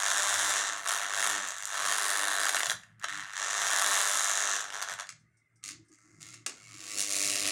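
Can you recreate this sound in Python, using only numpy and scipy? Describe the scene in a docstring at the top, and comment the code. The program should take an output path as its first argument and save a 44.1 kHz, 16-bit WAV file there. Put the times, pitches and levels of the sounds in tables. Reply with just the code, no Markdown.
"""A hard rattle, 100 slaps a second: a card pack with thin steel in it lies flat on a mains electromagnet.
Each tug of the field brings a slap on the core and bright ticks, ringing modes of pack and magnet.
It is lifted away, brushes the core, snaps onto it and then buzzes more thinly on its edge.
Contacts are short pushes with noisy flutter, filtered by resonances; hum and flexing add harmonics.
Behind lie small-room reflections, a thud of magnet and bench, a dull rumble and faint hiss."""
import sys
import numpy as np
from scipy import signal
from scipy.fft import rfft, irfft
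from scipy.io import wavfile
from scipy.ndimage import uniform_filter1d

SR = 44100
rng = np.random.default_rng(int(sys.argv[2]) if len(sys.argv) > 2 else 0)


def transcribe(signal):
    """Save signal, clipped to [-1, 1], as a 16-bit WAV file at the path in sys.argv[1]."""
    frames = np.atleast_2d(signal).T
    limited = np.clip(frames, -1, 1)
    pcm = np.round(limited * 32767).astype(np.int16)
    wavfile.write(sys.argv[1], SR, pcm)


N = 331191

PULL_HZ = 100  # tugs of the field per second
TIME = np.arange(N) / SR  # s
BINS = np.fft.rfftfreq(8192, 1 / SR)  # Hz

# Ringing of the pack and the magnet: [f/Hz, width/Hz, lift/dB]
BODY_MODES = [(292, 11, 13), (602, 15.5, 7.5), (686.5, 29, 11.5), (1143, 37, 4), (1305, 110, 2.5),
              (1828, 12, 6), (2730, 170, 6.5), (3240, 93, 3), (4003, 30, 5), (6650, 130, 5),
              (7310, 110, 5.5), (8870, 72, 7), (10060, 140, -5)]
# Colour of one flat contact: [f/Hz, level/dB]
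FLAT_COLOUR = [(100, -41), (230, -29.5), (380, -16.5), (480, -13.5), (650, -10.5), (850, -6.5),
               (1150, -0.5), (1750, 3.5), (2300, -5.5), (2550, -10), (3000, -5), (3600, 1), (4100, -2.5),
               (4400, -7.5), (5300, -9), (5750, -3), (7400, -5), (8100, -6.5), (10200, -12.5), (12800, -31),
               (16000, -36.5)]
# Two main resonances of the flat pack, shifting as it is pressed and bent:
# [t/s, lower f/Hz, upper f/Hz, gain of the upper/dB]
FLAT_RESONANCES = [(0.0, 1590, 6640, -9), (0.25, 1670, 7140, -7), (0.65, 1850, 6500, -21.5),
                   (1.35, 1840, 6950, -2), (1.6, 1660, 6800, 4), (2.0, 1680, 6500, -13),
                   (2.351, 1680, 6770, -6), (2.69, 1830, 7000, -19), (3.501, 1720, 6300, -11.5),
                   (3.92, 1600, 6700, -17.5), (4.22, 1750, 6700, 12), (4.55, 1660, 6400, 2),
                   (5.051, 1630, 5800, 1)]
# Resonances that ring only while the pack lies in one way: [start t/s, end t/s, f/Hz, gain/dB]
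LYING_RESONANCES = [(0.049, 0.62, 3640, 1), (1.903, 2.7, 4850, -3), (3.75, 4.12, 9200, -10.5)]
# The pack is lowered onto the core and eased off, one curve per pass: [t/s, slap level/dB]
FLAT_PASSES = [
    [(0.0, -35), (0.032, -32), (0.588, -32.5), (0.616, -33.5), (0.652, -37), (0.66, -34.5), (0.85, -43.5)],
    [(0.87, -32), (0.872, -31.5), (1.004, -35.5), (1.088, -37), (1.222, -31.5), (1.326, -33.5), (1.6, -45)],
    [(1.68, -43), (1.752, -35.5), (1.94, -31), (1.944, -33.5), (1.982, -33.5), (2.492, -32), (2.5, -32)],
    [(2.52, -38.5), (2.55, -33.5), (2.69, -43), (2.7, -33.5), (2.72, -38), (2.74, -54)],
    [(2.98, -73), (3.048, -31), (3.07, -72), (3.084, -38.5), (3.192, -38.5), (3.264, -44.5), (3.345, -44)],
    [(3.37, -36), (3.464, -36.5), (3.78, -30.5), (3.984, -31), (4.06, -33.5), (4.552, -34.5), (4.69, -46)],
]
# Pulled away, the pack is caught again in short bursts: [start t/s, end t/s, slap level/dB]
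CATCHES = [(4.738, 4.832, -40.5), (4.827, 4.825, -45.5), (4.886, 4.924, -39), (4.995, 5.003, -38.5)]
# Relative treble of the flat rattle: [t/s, chatter level/dB, finest ticks level/dB]
FLAT_TREBLE = [(0, -2.5, -2.5), (.5, -1.5, 0.5), (.7, -1.5, -7.5), (.92, -2.5, 2), (1.1, -4, -6),
               (1.27, -2.5, 2), (1.4, -3.5, -8), (1.65, 4, -1), (1.77, -4.5, -3.5), (2.08, -3, 3),
               (2.35, -6.5, -2.5), (2.75, 4, 8), (2.95, -7, -7.5), (3.28, -6.5, -11), (3.45, 0, -6),
               (3.801, -3.5, 0.5), (4.12, 1, 2.5), (4.55, 0, -6), (4.7, -2.5, -6.5)]
# The low end of the flat rattle thins or thickens for a while: [start t/s, end t/s, change/dB]
LOW_END_CHANGES = [(1.556, 1.68, -5), (2.956, 3.358, -17), (4.686, 4.757, 2.5)]
# Harder contacts are brighter; rows are heavy low end, slap, clack, chatter, finest ticks:
# [level re the slap level at the usual force/dB, gain per dB of slap level/dB]
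FLAT_BRIGHTNESS = [(-15, 1.02), (-2.22, 1), (-6, 1.28), (1, 1.5), (-10, 1.27)]


def flat_rattle(clack_share=0.32, locked_ms=0.31):
    """Forced impact oscillation: each pull brings a slap, a loose corner's touch just before it,
    and a bright tick at its own delay."""
    slap_ms, rebound_ms, scatter_ms = swing()
    corner_ms = slap_ms - 2.1  # the loose corner touches first
    slap = strikes(slap_ms, scatter_ms, uneven_db=1.4, flutter=1.6, decay_ms=.9, rise_ms=.5)
    rebound = strikes(rebound_ms, scatter_ms + .1, uneven_db=2.2, flutter=1.5, decay_ms=.7, rise_ms=.5)
    loose = strikes(corner_ms, scatter_ms + 1.1, uneven_db=4, flutter=1.8, decay_ms=.8, rise_ms=.4)
    pull_s = np.arange(len(scatter_ms)) / PULL_HZ
    looseness = np.interp(TIME, pull_s, np.clip(scatter_ms / locked_ms, 0, 1))
    loose = amp(2.5) * loose * looseness  # a firmly locked pack chatters less

    lower_hz, upper_hz, upper_db = curves(FLAT_RESONANCES)
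    slaps = slap + amp(-8) * rebound + amp(-6) * loose
    lower_gain = amp(-11 + 4 * waver(15))
    slaps = slaps + lower_gain * resonate(slaps, lower_hz + 70 * waver(15), width=160)

    chatter = rebound + amp(-6) * slap + amp(-5) * loose
    chatter = chatter + amp(upper_db) * resonate(chatter, upper_hz, width=1600)
    lying = np.zeros(N)
    for start, end, hz, db in LYING_RESONANCES:
        lying += amp(db) * during(start, end, fade_s=0.16) * resonate(chatter, np.full(N, hz), width=520)
    chatter = chatter + lying
    ticks = rebound + amp(-3) * slap + loose

    force = level(*np.vstack(FLAT_PASSES).T, fade=0.084)
    force = force + sum(burst(*row, rise_s=0.019, fall_db_per_s=321) for row in CATCHES)
    chatter_db, ticks_db = curves(FLAT_TREBLE)
    heavy_db = sum(db * during(start, end, fade_s=0.055) for start, end, db in LOW_END_CHANGES)
    colour_db = [heavy_db, 0, clack_share * chatter_db, chatter_db, ticks_db]
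    gain = body(FLAT_COLOUR, BODY_MODES)
    return radiate(slaps, chatter, ticks, force, FLAT_BRIGHTNESS, -35, colour_db, gain, heavy_hz=890)


# Colour of one edge contact: [f/Hz, level/dB]
EDGE_COLOUR = [(40, -86), (100, -21), (300, -13), (650, -16), (930, -15.5), (1150, 4), (1550, 4),
               (2000, 6.5), (3200, -5.5), (4300, -0.5), (5200, -1), (6800, 2), (10000, -5.5), (13000, -29)]
# Two resonances of the pack on its edge, shifting with the grip: [t/s, lower f/Hz, upper f/Hz]
EDGE_RESONANCES = [(5.7, 1160, 2000), (5.88, 1250, 2100), (6.06, 1310, 2100), (6.2, 1390, 2150),
                   (6.34, 1295, 2150), (6.65, 1270, 2150), (6.9, 1210, 2230)]
# While the edge is pressed firmly: [start t/s, end t/s]
FIRM_PRESS = (6.94, 7.6)
# The edge stays on the core and is pressed harder: [t/s, slap level/dB]
EDGE_PRESS = [(6.54, -64), (6.674, -60.5), (6.972, -48.5), (7.002, -42.5), (7.052, -49), (7.136, -44.5),
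              (7.45, -43), (7.464, -40.5), (7.51, -42.5)]
# Relative treble of the pressed edge: [t/s, level/dB]
EDGE_TREBLE = [(6.55, -2), (6.85, -2), (7.04, 0), (7.15, -1), (7.26, -1), (7.51, -7.5)]
# The edge brushes the core while the pack is turned:
# [start t/s, end t/s, slap level/dB, clack change/dB, chatter change/dB]
EDGE_BRUSHES = [(5.638, 5.717, -57, 5, 5), (5.92, 5.956, -72, -1, 9), (5.987, 6.2, -69.5, -17, -1.5),
                (6.212, 6.346, -60.5, 1, 0), (6.348, 6.426, -73.5, 1, 0)]
# Harder contacts are brighter; rows are heavy low end, slap, clack, chatter, finest ticks:
# [level re the slap level at the usual force/dB, gain per dB of slap level/dB]
EDGE_BRIGHTNESS = [(-13.5, 1.34), (-6, 0.79), (2, 1.37), (10, 1.48), (-1, 1.78)]


def edge_buzz(clack_share=0.14):
    """Impact oscillation of a stiff edge: crisp regular strikes, with lesser contacts at their own delays."""
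    slap_ms, rebound_ms, scatter_ms = swing()
    bounce_ms = rebound_ms + 2.5
    slap = strikes(slap_ms, scatter_ms, uneven_db=1.2, flutter=1.7, decay_ms=1.3, rise_ms=.5)
    rebound = strikes(rebound_ms, scatter_ms + .1, uneven_db=1.5, flutter=1.5, decay_ms=1.1, rise_ms=.3)
    bounce = strikes(bounce_ms, scatter_ms + .7, uneven_db=6.0, flutter=1.8, decay_ms=.8, rise_ms=.4)
    slaps = slap + amp(-11) * bounce
    chatter = rebound + amp(-6) * slap + amp(-7) * bounce

    free = 1 - during(*FIRM_PRESS, fade_s=0.27)  # pressing damps the resonances
    ringing = np.zeros(N)
    for hz in curves(EDGE_RESONANCES):
        ringing += amp(4 * waver(14)) * resonate(slaps, hz + 80 * waver(11), width=55)
    slaps = slaps + amp(9) * free * ringing

    force = level(*np.transpose(EDGE_PRESS), fade=.06)
    chatter_db = np.interp(TIME, *np.transpose(EDGE_TREBLE), left=0)
    clack_db = clack_share * chatter_db
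    for start, end, db, clack, bright in EDGE_BRUSHES:
        force = force + burst(start, end, db, rise_s=0.012, fall_db_per_s=330)
        touching = during(start, end, fade_s=0.014)
        clack_db = clack_db + clack * touching
        chatter_db = chatter_db + bright * touching
    colour_db = [0, 0, clack_db, chatter_db, chatter_db]
    gain = body(EDGE_COLOUR, BODY_MODES)
    return radiate(slaps, chatter, chatter, force, EDGE_BRIGHTNESS, -53, colour_db, gain, heavy_hz=770)


# Contacts come earlier or later in each pull as the gap changes; held still, the pack locks:
# [t/s, slap delay after the pull/ms, rebound delay after the pull/ms, timing scatter/ms]
CONTACT_TIMING = [(0.0, 2.84, 3.44, 0.63), (0.099, 6.35, 2.36, 0.31), (0.32, 7.4, 2.16, 0.19),
                  (0.61, 7.6, 1.67, 0.24), (0.68, 9.3, 1.5, 0.58), (0.76, 4.4, 4.3, 0.46),
                  (0.859, 3.75, 4.3, 0.42), (0.899, 8, 7.2, 0.43), (1.079, 6.24, 5.4, 0.26),
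                  (1.219, 7.6, 6.5, 0.37), (1.308, 2.9, 3.7, 0.35), (1.418, 0.93, 4.2, 0.57),
                  (1.501, 5.3, 6, 0.43), (1.659, 4.2, 4.2, 0.16), (1.729, 2.05, 5.2, 0.48),
                  (1.849, 3.67, 4.3, 0.48), (1.919, 6.5, 4, 0.64), (2.02, 5.3, 2.6, 0.18),
                  (2.148, 5.3, 2.8, 0.28), (2.3, 4.24, 3.7, 0.28), (2.5, 7, 5.7, 0.64),
                  (2.72, 6.8, 4.9, 0.91), (3.0, 6.2, 5.1, 0.29), (3.071, 4.9, 4.35, 0.17),
                  (3.32, 6, 6.7, 0.12), (3.4, 8.5, 8.7, 0.45), (3.47, 11, 3.1, 0.45),
                  (3.602, 9.6, 3.4, 0.47), (3.699, 5.85, 3.4, .5), (3.882, 7.54, 3.03, 0.24),
                  (4.051, 6.9, 3.9, 0.26), (4.3, 7.4, 4.34, .1), (4.549, 8, 4.4, .2),
                  (4.68, 2.47, 4.04, 0.37), (4.798, 6.7, 6, 0.62), (5.029, 11, 9, 0.74),
                  (5.701, 10.2, 9.9, 1.18), (5.961, 6.5, 5.7, .3), (6.15, 6.1, 5.6, 0.42),
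                  (6.258, 6.6, 7.3, 0.61), (6.43, 5.2, 6.5, 0.85), (6.55, 0.48, 0.34, 0.22),
                  (6.728, 1.1, 0.7, 0.19), (6.85, 5, 6.6, 0.43), (7.0, 4.6, 4.9, 0.084),
                  (7.101, 4.06, 3.55, 0.14), (7.199, 5.14, 5.9, .1), (7.51, 5.9, 5, 0.088)]


def swing(wander_share=.9):
    """Phase of impact in a forced oscillation: delays (ms) per pull, wandering more when looser."""
    slap_ms, rebound_ms, scatter_ms = curves(CONTACT_TIMING)
    wander = wander_share * scatter_ms * waver(12)
    return np.array([slap_ms + wander, rebound_ms + wander, scatter_ms])[:, ::SR // PULL_HZ]


def strikes(delay_ms, scatter_ms, uneven_db, flutter, decay_ms, rise_ms):
    """Periodic forcing with jitter: one contact in every pull, uneven in time and strength."""
    pull_s = np.arange(len(delay_ms)) / PULL_HZ
    late, strong = rng.standard_normal((len(pull_s), 2)).T
    s = pull_s + (delay_ms - rise_ms + scatter_ms * late) / 1000
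    size = amp(uneven_db * np.clip(strong, -2, 1.5))
    return contacts(s, size, flutter, decay_ms, rise_ms, drift=25, spread=2.5, count=240, even=.65)


def contacts(s, size, flutter, decay_ms, rise_ms, drift=9, spread=.8, count=24, even=0):
    """Impact excitation: a push plus a short flutter of the spot, which drifts as the hand moves.
    With even near one, all spots share the same broad colour and strength."""
    t_ms = np.arange(SR // 50) * 1000 / SR
    spot = np.round(drift * s + spread * rng.standard_normal(len(s))).astype(int) % count
    envelope = np.exp(-t_ms / decay_ms) * (1 - np.exp(-t_ms / rise_ms))
    shapes = rng.standard_normal((count, len(t_ms))) * envelope
    shapes *= flutter / np.linalg.norm(shapes, axis=1, keepdims=True)
    shapes[:, round(rise_ms * SR / 1000)] += 1  # the push
    spectra = rfft(shapes / np.hypot(1, flutter))
    broad_power = uniform_filter1d(abs(spectra) ** 2, size=24, axis=1)
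    shapes = irfft(spectra / broad_power ** (even / 2))
    out = np.zeros(N + 2 * len(t_ms))
    starts = np.clip(np.round(s * SR).astype(int), 0, N)
    for i, k, a in zip(starts, spot, size):
        out[i:i + len(t_ms)] += a * shapes[k]
    return out[:N]


def radiate(slaps, chatter, ticks, force, laws, usual_db, colour_db, gain, heavy_hz):
    """Modal excitation: broad slaps drive low modes; smaller, harder contacts ring higher ones."""
    bands = [(250, 900), (900, 2400), (2400, 5400), (5400, 10000), (10000, 16000)]  # Hz
    limits = [below(hz, order=5) for hz in (heavy_hz, 2400, 5200, 10000)] + [np.ones(len(BINS))]
    drives = [slaps, slaps, slaps + chatter, chatter, ticks]
    relative_force = force / amp(usual_db)
    out = np.zeros(N)
    for drive, band, limit, (lift_db, growth), tint_db in zip(drives, bands, limits, laws, colour_db):
        ringing = steady(ring(drive, gain * limit), band)
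        out += ringing * amp(usual_db + lift_db + tint_db) * relative_force ** growth
        gain = gain * np.sqrt(1 - limit ** 2)  # what is left for the higher bands
    return out


# Single knocks of the flat pack on the core: [t/s, level before the group gain/dB, low-end lift/dB]
FLAT_KNOCKS = [(0.863, -24, 7), (1.045, -25.5, 5), (2.468, -15.5, 6), (2.547, -17.5, 15.5),
               (2.567, -14, 10.5), (2.577, -20, 10), (2.605, -16, 7), (2.632, -15, 3), (2.658, -17.5, -4),
               (2.668, -18.5, 2), (2.698, -15, 2), (2.716, -18, 17), (3.042, -18, 3), (3.054, -36, 6),
               (3.085, -26, 5), (3.334, -31, 0), (3.368, -33.5, -3), (4.703, -27, 7), (4.724, -31, 0)]
# The edge clicking against the core: [t/s, level before the group gain/dB, low-end lift/dB]
EDGE_CLICKS = [(2.834, -34, 7), (5.07, -35.5, -3), (5.091, -22.5, -2.5), (5.102, -30, -9), (5.124, -36, 12),
               (5.639, -26, -14), (5.689, -24, -1.5), (6.218, -33, -16), (6.341, -30.5, -6),
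               (6.463, -14.5, -14.5), (6.466, -17, -6.5), (6.474, -25, -15), (6.484, -35, 6),
               (6.495, -24, -10), (6.521, -37, 7), (6.695, -41, -6)]
# Sharp ticks of a corner on the core as the pack tilts: [t/s, level before the group gain/dB]
CORNER_TICKS = [(1.4745, -21), (1.4865, -18), (1.5062, -21), (1.5835, -23), (1.6245, -20), (1.6545, -14.5),
                (1.6745, -22), (2.997, -39), (4.555, -21), (4.564, -21), (4.608, -19), (4.614, -25),
                (4.826, -17), (4.918, -28), (4.938, -23), (6.205, -48), (6.229, -27), (6.267, -34),
                (6.287, -35)]
# Colour of a corner tick: [f/Hz, level/dB]
TICK_COLOUR = [(500, -33), (1500, -11), (3500, -3), (5000, -5), (7000, 5), (10000, -6), (12500, -14),
               (16000, -21.5)]


def knocks(rows, colour, gain_db, flutter, decay_ms, low_hz):
    """Impulse response: single hard contacts ring the same modes, some with more low end."""
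    gain, low = body(colour, BODY_MODES), below(low_hz, order=2)
    out = np.zeros(N)
    for s, db, *low_db in rows:
        blow = contacts(np.zeros(1), [1], flutter, decay_ms, rise_ms=0.22, count=1)[:len(BINS)]
        blow = ring(blow, gain * amp(sum(low_db) * low))
        part = out[round(s * SR):][:len(blow)]  # a view into out
        part += amp(db + gain_db) * blow[:len(part)] / np.linalg.norm(blow)
    return out


# Clean hum of the bending pack: [t/s, bending level/dB]
HUM_LEVEL = [(6.86, -67), (6.95, -59), (7.1, -50.5), (7.42, -51), (7.51, -48.5)]
# Each partial grows at its own rate as the pack bends harder, most of them faster than the first:
# [multiple of the pull, level re the usual bending level/dB, gain per dB of bending level/dB]
HUM_PARTIALS = [(1, -18.5, .6), (3, -3, 1.7), (4, -8, 2), (5, -9.5, 0.5), (6, -4, 2.2), (7, -8.5, 2.2)]


def hum(usual_db=-50):
    """Nonlinear forced vibration: on its edge the pack bends with the pull and sounds low harmonics."""
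    bend = level(*np.transpose(HUM_LEVEL), fade=0.05) / amp(usual_db)
    out = np.zeros(N)
    for k, db, growth in HUM_PARTIALS:
        phase = 2 * np.pi * (k * PULL_HZ * TIME + rng.random()) + .3 * waver(22)
        tone = np.sqrt(2) * amp(1.2 * waver(25)) * np.cos(phase)
        out += amp(usual_db + db) * bend ** growth * tone
    return out


# Brief low tones of the flexing pack: [start t/s, end t/s, multiple of the pull, peak level/dB]
FLEX_TONES = [(0.26, 0.56, 1, -59), (1.27, 1.48, 2, -63.5), (1.25, 1.46, 3, -56), (1.23, 1.42, 4, -56),
              (1.8, 2.7, 4, -62), (1.85, 2.75, 3, -61), (1.9, 2.7, 5, -58), (0.11, 0.78, 3, -61.5),
              (3.12, 3.24, 3, -61), (3.4, 4.6, 4, -65)]


def flexes(edge_db=9):
    """Harmonic response: flexing freely, the pack lets one low harmonic swell, tremble and fade."""
    out = np.zeros(N)
    for start, end, k, db in FLEX_TONES:
        phase = 2 * np.pi * k * PULL_HZ * TIME + .7 * waver(22)
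        tone = np.sqrt(2) * amp(2.5 * waver(30)) * np.cos(phase)
        swell = level([start, (start + end) / 2, end], [db - edge_db, db, db - edge_db], fade=0.063)
        out += swell * tone
    return out


# Soft rustles of the pack in the fingers: [start t/s, level/dB]
RUSTLE_TIMES = [(5.196, -74), (5.335, -95), (5.372, -72), (5.56, -71), (5.85, -75), (5.885, -67.5)]
# Colour of a rustle: [f/Hz, level/dB]
RUSTLE_COLOUR = [(2000, -34), (4000, -20), (5500, 2), (7000, -4), (8800, 3), (12000, -29)]


def rustles(length_s=0.033, fall_db=12):
    """Friction noise: the fingers shift on the pack in short, soft puffs of high noise."""
    noise = ring(rng.standard_normal(N), body(RUSTLE_COLOUR))
    puffs = sum(level([s, s + length_s], [db, db - fall_db]) for s, db in RUSTLE_TIMES)
    return noise / noise.std() * puffs


# The edge landing on the core also shakes the magnet on the bench: [t/s, level/dB, t60/s]
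THUDS = [(6.463, -51, 0.42), (6.958, -55, .5)]
# Colour of the thud: [f/Hz, level/dB]
THUD_COLOUR = [(100, -31), (200, -8), (300, 9), (480, -1), (620, -2), (900, -5), (2000, -35)]


def thud():
    """Structure-borne decay: a short, dull ring of magnet and bench, as enveloped noise."""
    noise = steady(ring(rng.standard_normal(N), body(THUD_COLOUR)), (200, 900))
    return noise * sum(level([s, s + t60], [db, db - 60], fade=.003) for s, db, t60 in THUDS)


# Reverberation of the room: [f/Hz, t60/s]
ROOM_DECAY = [(200, 0.16), (700, 0.22), (1400, 0.24), (3700, 0.27), (7000, 0.24), (9700, 0.15),
              (16000, 0.077)]


def room(x, delay_s=0.0028, count=5):
    """Reverberation: sparse reflections, with decay set by frequency.
    Several random sets of reflections take turns from pull to pull, so the tail stays diffuse."""
    t = np.arange(SR // 2) / SR
    signs = rng.choice([-1., 1.], (count, len(t)))
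    taps = signs * (rng.random((count, len(t))) < .1) * (t > delay_s)
    hz, t, z = signal.stft(taps, SR, nperseg=256)
    decay = amp(-60 * t / read(ROOM_DECAY, hz)[:, None])
    tails = signal.istft(z * decay, SR, nperseg=256)[1]
    tails /= np.linalg.norm(tails, axis=1, keepdims=True)
    apart = (PULL_HZ * TIME - np.arange(count)[:, None] + 1) % count - 1
    feeds = x * np.cos(np.pi / 2 * np.minimum(abs(apart), 1))  # overlapping windows, constant total power
    return signal.oaconvolve(feeds, tails, axes=1).sum(0)[:N]


# Resonances of the rumble: [f/Hz, width/Hz, lift/dB]
RUMBLE_MODES = [(112.8, 1.4, 28.5), (155, 10, 17), (213.7, 60, 14)]
# Colour of the rumble: [f/Hz, level/dB]
RUMBLE_COLOUR = [(25, -24.5), (82, -20), (108, 1), (180, -1.5), (255, -18.5), (500, -36.5), (2000, -60.5)]
# Swells of the rumble: [start t/s, end t/s, level/dB]
RUMBLE_SWELLS = [(1.149, 1.35, -68), (1.796, 1.917, -67), (2.693, 2.794, -59.5), (2.9, 3.01, -63),
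                 (3.137, 3.22, -61.5), (3.594, 3.68, -68), (4.92, 4.98, -66), (5.13, 5.247, -66),
                 (5.74, 5.813, -61.5), (6.146, 6.427, -62), (6.657, 6.8, -61), (7.253, 7.51, -62)]
# Colour of the handling drone: [f/Hz, level/dB]
DRONE_COLOUR = [(100, -32), (240, -24), (305, -2.5), (360, -12.5), (440, -37), (1000, -43)]
# Soft drones while the pack is turned in the hand: [start t/s, end t/s, level/dB]
HAND_TURNS = [(5.687, 5.81, -62), (5.912, 5.916, -62), (6.064, 6.43, -67), (6.733, 6.964, -62)]
# Colour of the faint hiss: [f/Hz, level/dB]
HISS_COLOUR = [(30, -19), (80, -1), (250, -8), (500, -21), (900, -24.5), (1250, -16.5), (1800, -14.5),
               (2150, -12), (2450, -26), (3000, -31), (4500, -34.5), (6000, -33), (9000, -29),
               (12000, -43.5)]
# Faint ringing in the hiss: [f/Hz, width/Hz, lift/dB]
HISS_MODES = [(1220, 95, 8), (1640, 140, 7), (2074, 150, 11.5)]


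def background(rise_s=0.041, fall_db_per_s=250):
    """Filtered noise: a dull rumble that swells, a drone as the hand turns, faint flickering hiss."""
    a, b, c = rng.standard_normal((3, N))
    rumble = steady(ring(a, body(RUMBLE_COLOUR, RUMBLE_MODES)), (90, 180), size=4000)
    drone = steady(ring(b, body(DRONE_COLOUR) * below(2000, order=2)), (260, 400), size=4000)
    hiss = patchy(ring(c, body(HISS_COLOUR, HISS_MODES)), depth_db=5)
    hiss = steady(hiss, (400, 16000), size=SR)
    swells = sum(burst(*row, rise_s, fall_db_per_s) for row in RUMBLE_SWELLS)
    turns = sum(burst(*row, rise_s, fall_db_per_s) for row in HAND_TURNS)
    floor = amp(-76 + 3.5 * waver(11))  # usual rumble level and its random drift
    return rumble * np.maximum(swells, floor) + drone * turns + amp(-76) * hiss


def amp(db):
    """Logarithmic level: decibels to gain."""
    return 10 ** (np.asarray(db) / 20)


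def curves(table):
    """Linear interpolation: each column after the first as a curve over time."""
    s, *columns = np.transpose(table)
    return [np.interp(TIME, s, column) for column in columns]


def read(points, hz):
    """Logarithmic pitch scale: a spectrum table interpolated on a log-frequency axis."""
    f, value = np.transpose(points)
    return np.interp(np.log(hz + 1), np.log(f), value)


def level(s, db, fade=0.0039):
    """Amplitude envelope: gain that follows a dB curve and fades to silence outside it."""
    gate = np.interp(TIME, [s[0] - fade, s[0], s[-1], s[-1] + fade], [0, 1, 1, 0])
    return amp(np.interp(TIME, s, db)) * gate


def burst(start, end, db, rise_s, fall_db_per_s):
    """Exponential decay: gain that rises, holds from start to end and dies away."""
    rise = np.clip((TIME - start) / rise_s + 1, 0, 1)
    return rise * amp(db - fall_db_per_s * np.maximum(TIME - end, 0))


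def during(start, end, fade_s):
    """Gating: one from start to end, fading to zero on both sides."""
    return np.clip(1 + np.minimum(TIME - start, end - TIME) / fade_s, 0, 1)


def waver(per_s):
    """Random modulation: a slow curve through random knots of unit spread."""
    knots = np.arange(0, N / SR + 1, 1 / per_s)
    return np.interp(TIME, knots, rng.standard_normal(len(knots)))


def body(colour, modes=()):
    """Frequency response: a broad colour with resonance peaks on it."""
    peaks_db = sum(db / (1 + (2 * (BINS - hz) / width) ** 2) for hz, width, db in modes)
    return amp(read(colour, BINS) + peaks_db)


def below(hz, order):
    """Low-pass response: smooth gain; what it leaves out is sqrt(1 - gain^2)."""
    return 1 / np.sqrt(1 + (BINS / hz) ** (2 * order))


def ring(x, gain):
    """Minimum-phase filtering: a causal response with sharp attack and ringing afterwards."""
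    log_gain = np.log(np.maximum(np.r_[gain, gain[-2:0:-1]], 1e-5))
    response = np.fft.ifft(np.exp(np.conj(signal.hilbert(log_gain)))).real
    return signal.oaconvolve(x, response[:len(BINS)])[:len(x)]


def resonate(x, hz, width):
    """Time-varying resonance: a peak of gain one that follows the curve hz."""
    turn = np.exp(2j * np.pi * np.cumsum(hz) / SR)
    r = np.exp(-np.pi * width / SR)
    shifted = x / turn + 1e-18  # the offset avoids denormal numbers
    return 2 * (turn * signal.lfilter([1 - r], [1, -r], shifted)).real


def steady(x, band, size=2646):
    """Power normalisation: holds the running power inside a band (Hz) near one."""
    inside = signal.sosfilt(signal.butter(3, band, "band", fs=SR, output="sos"), x)
    power = uniform_filter1d(uniform_filter1d(inside ** 2, size), size // 2)
    return x / np.sqrt(np.abs(power) + 1e-14)


def patchy(x, depth_db):
    """Spectral modulation: noise flickers in small patches of time and frequency."""
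    z = signal.stft(x, SR, nperseg=1024)[2]
    patches = uniform_filter1d(rng.standard_normal(z.shape), size=3, axis=0)
    patches = uniform_filter1d(patches, size=8, axis=1)
    return signal.istft(z * amp(depth_db * patches / patches.std()), SR, nperseg=1024)[1][:N]


def scene():
    """Superposition: the rattling pack close by, the room behind it."""
    pack = flat_rattle() + edge_buzz() + rustles()
    pack += knocks(FLAT_KNOCKS, FLAT_COLOUR, gain_db=12.5, flutter=3.5, decay_ms=1.5, low_hz=2500)
    pack += knocks(CORNER_TICKS, TICK_COLOUR, gain_db=7, flutter=1.1, decay_ms=.6, low_hz=2500)
    pack += knocks(EDGE_CLICKS, EDGE_COLOUR, gain_db=8.5, flutter=2.6, decay_ms=2.2, low_hz=2180)
    return (pack + amp(-8) * room(pack) + hum() + thud() + flexes() + background())[None]


def record(dry):
    """Band limiting: a linear-phase low-pass removes the highest treble."""
    low_pass = signal.firwin(401, 16250, window=("kaiser", 9), fs=SR)  # cutoff in Hz
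    return signal.oaconvolve(dry, low_pass[None], "same")


dry = scene()
out = record(dry)
transcribe(out)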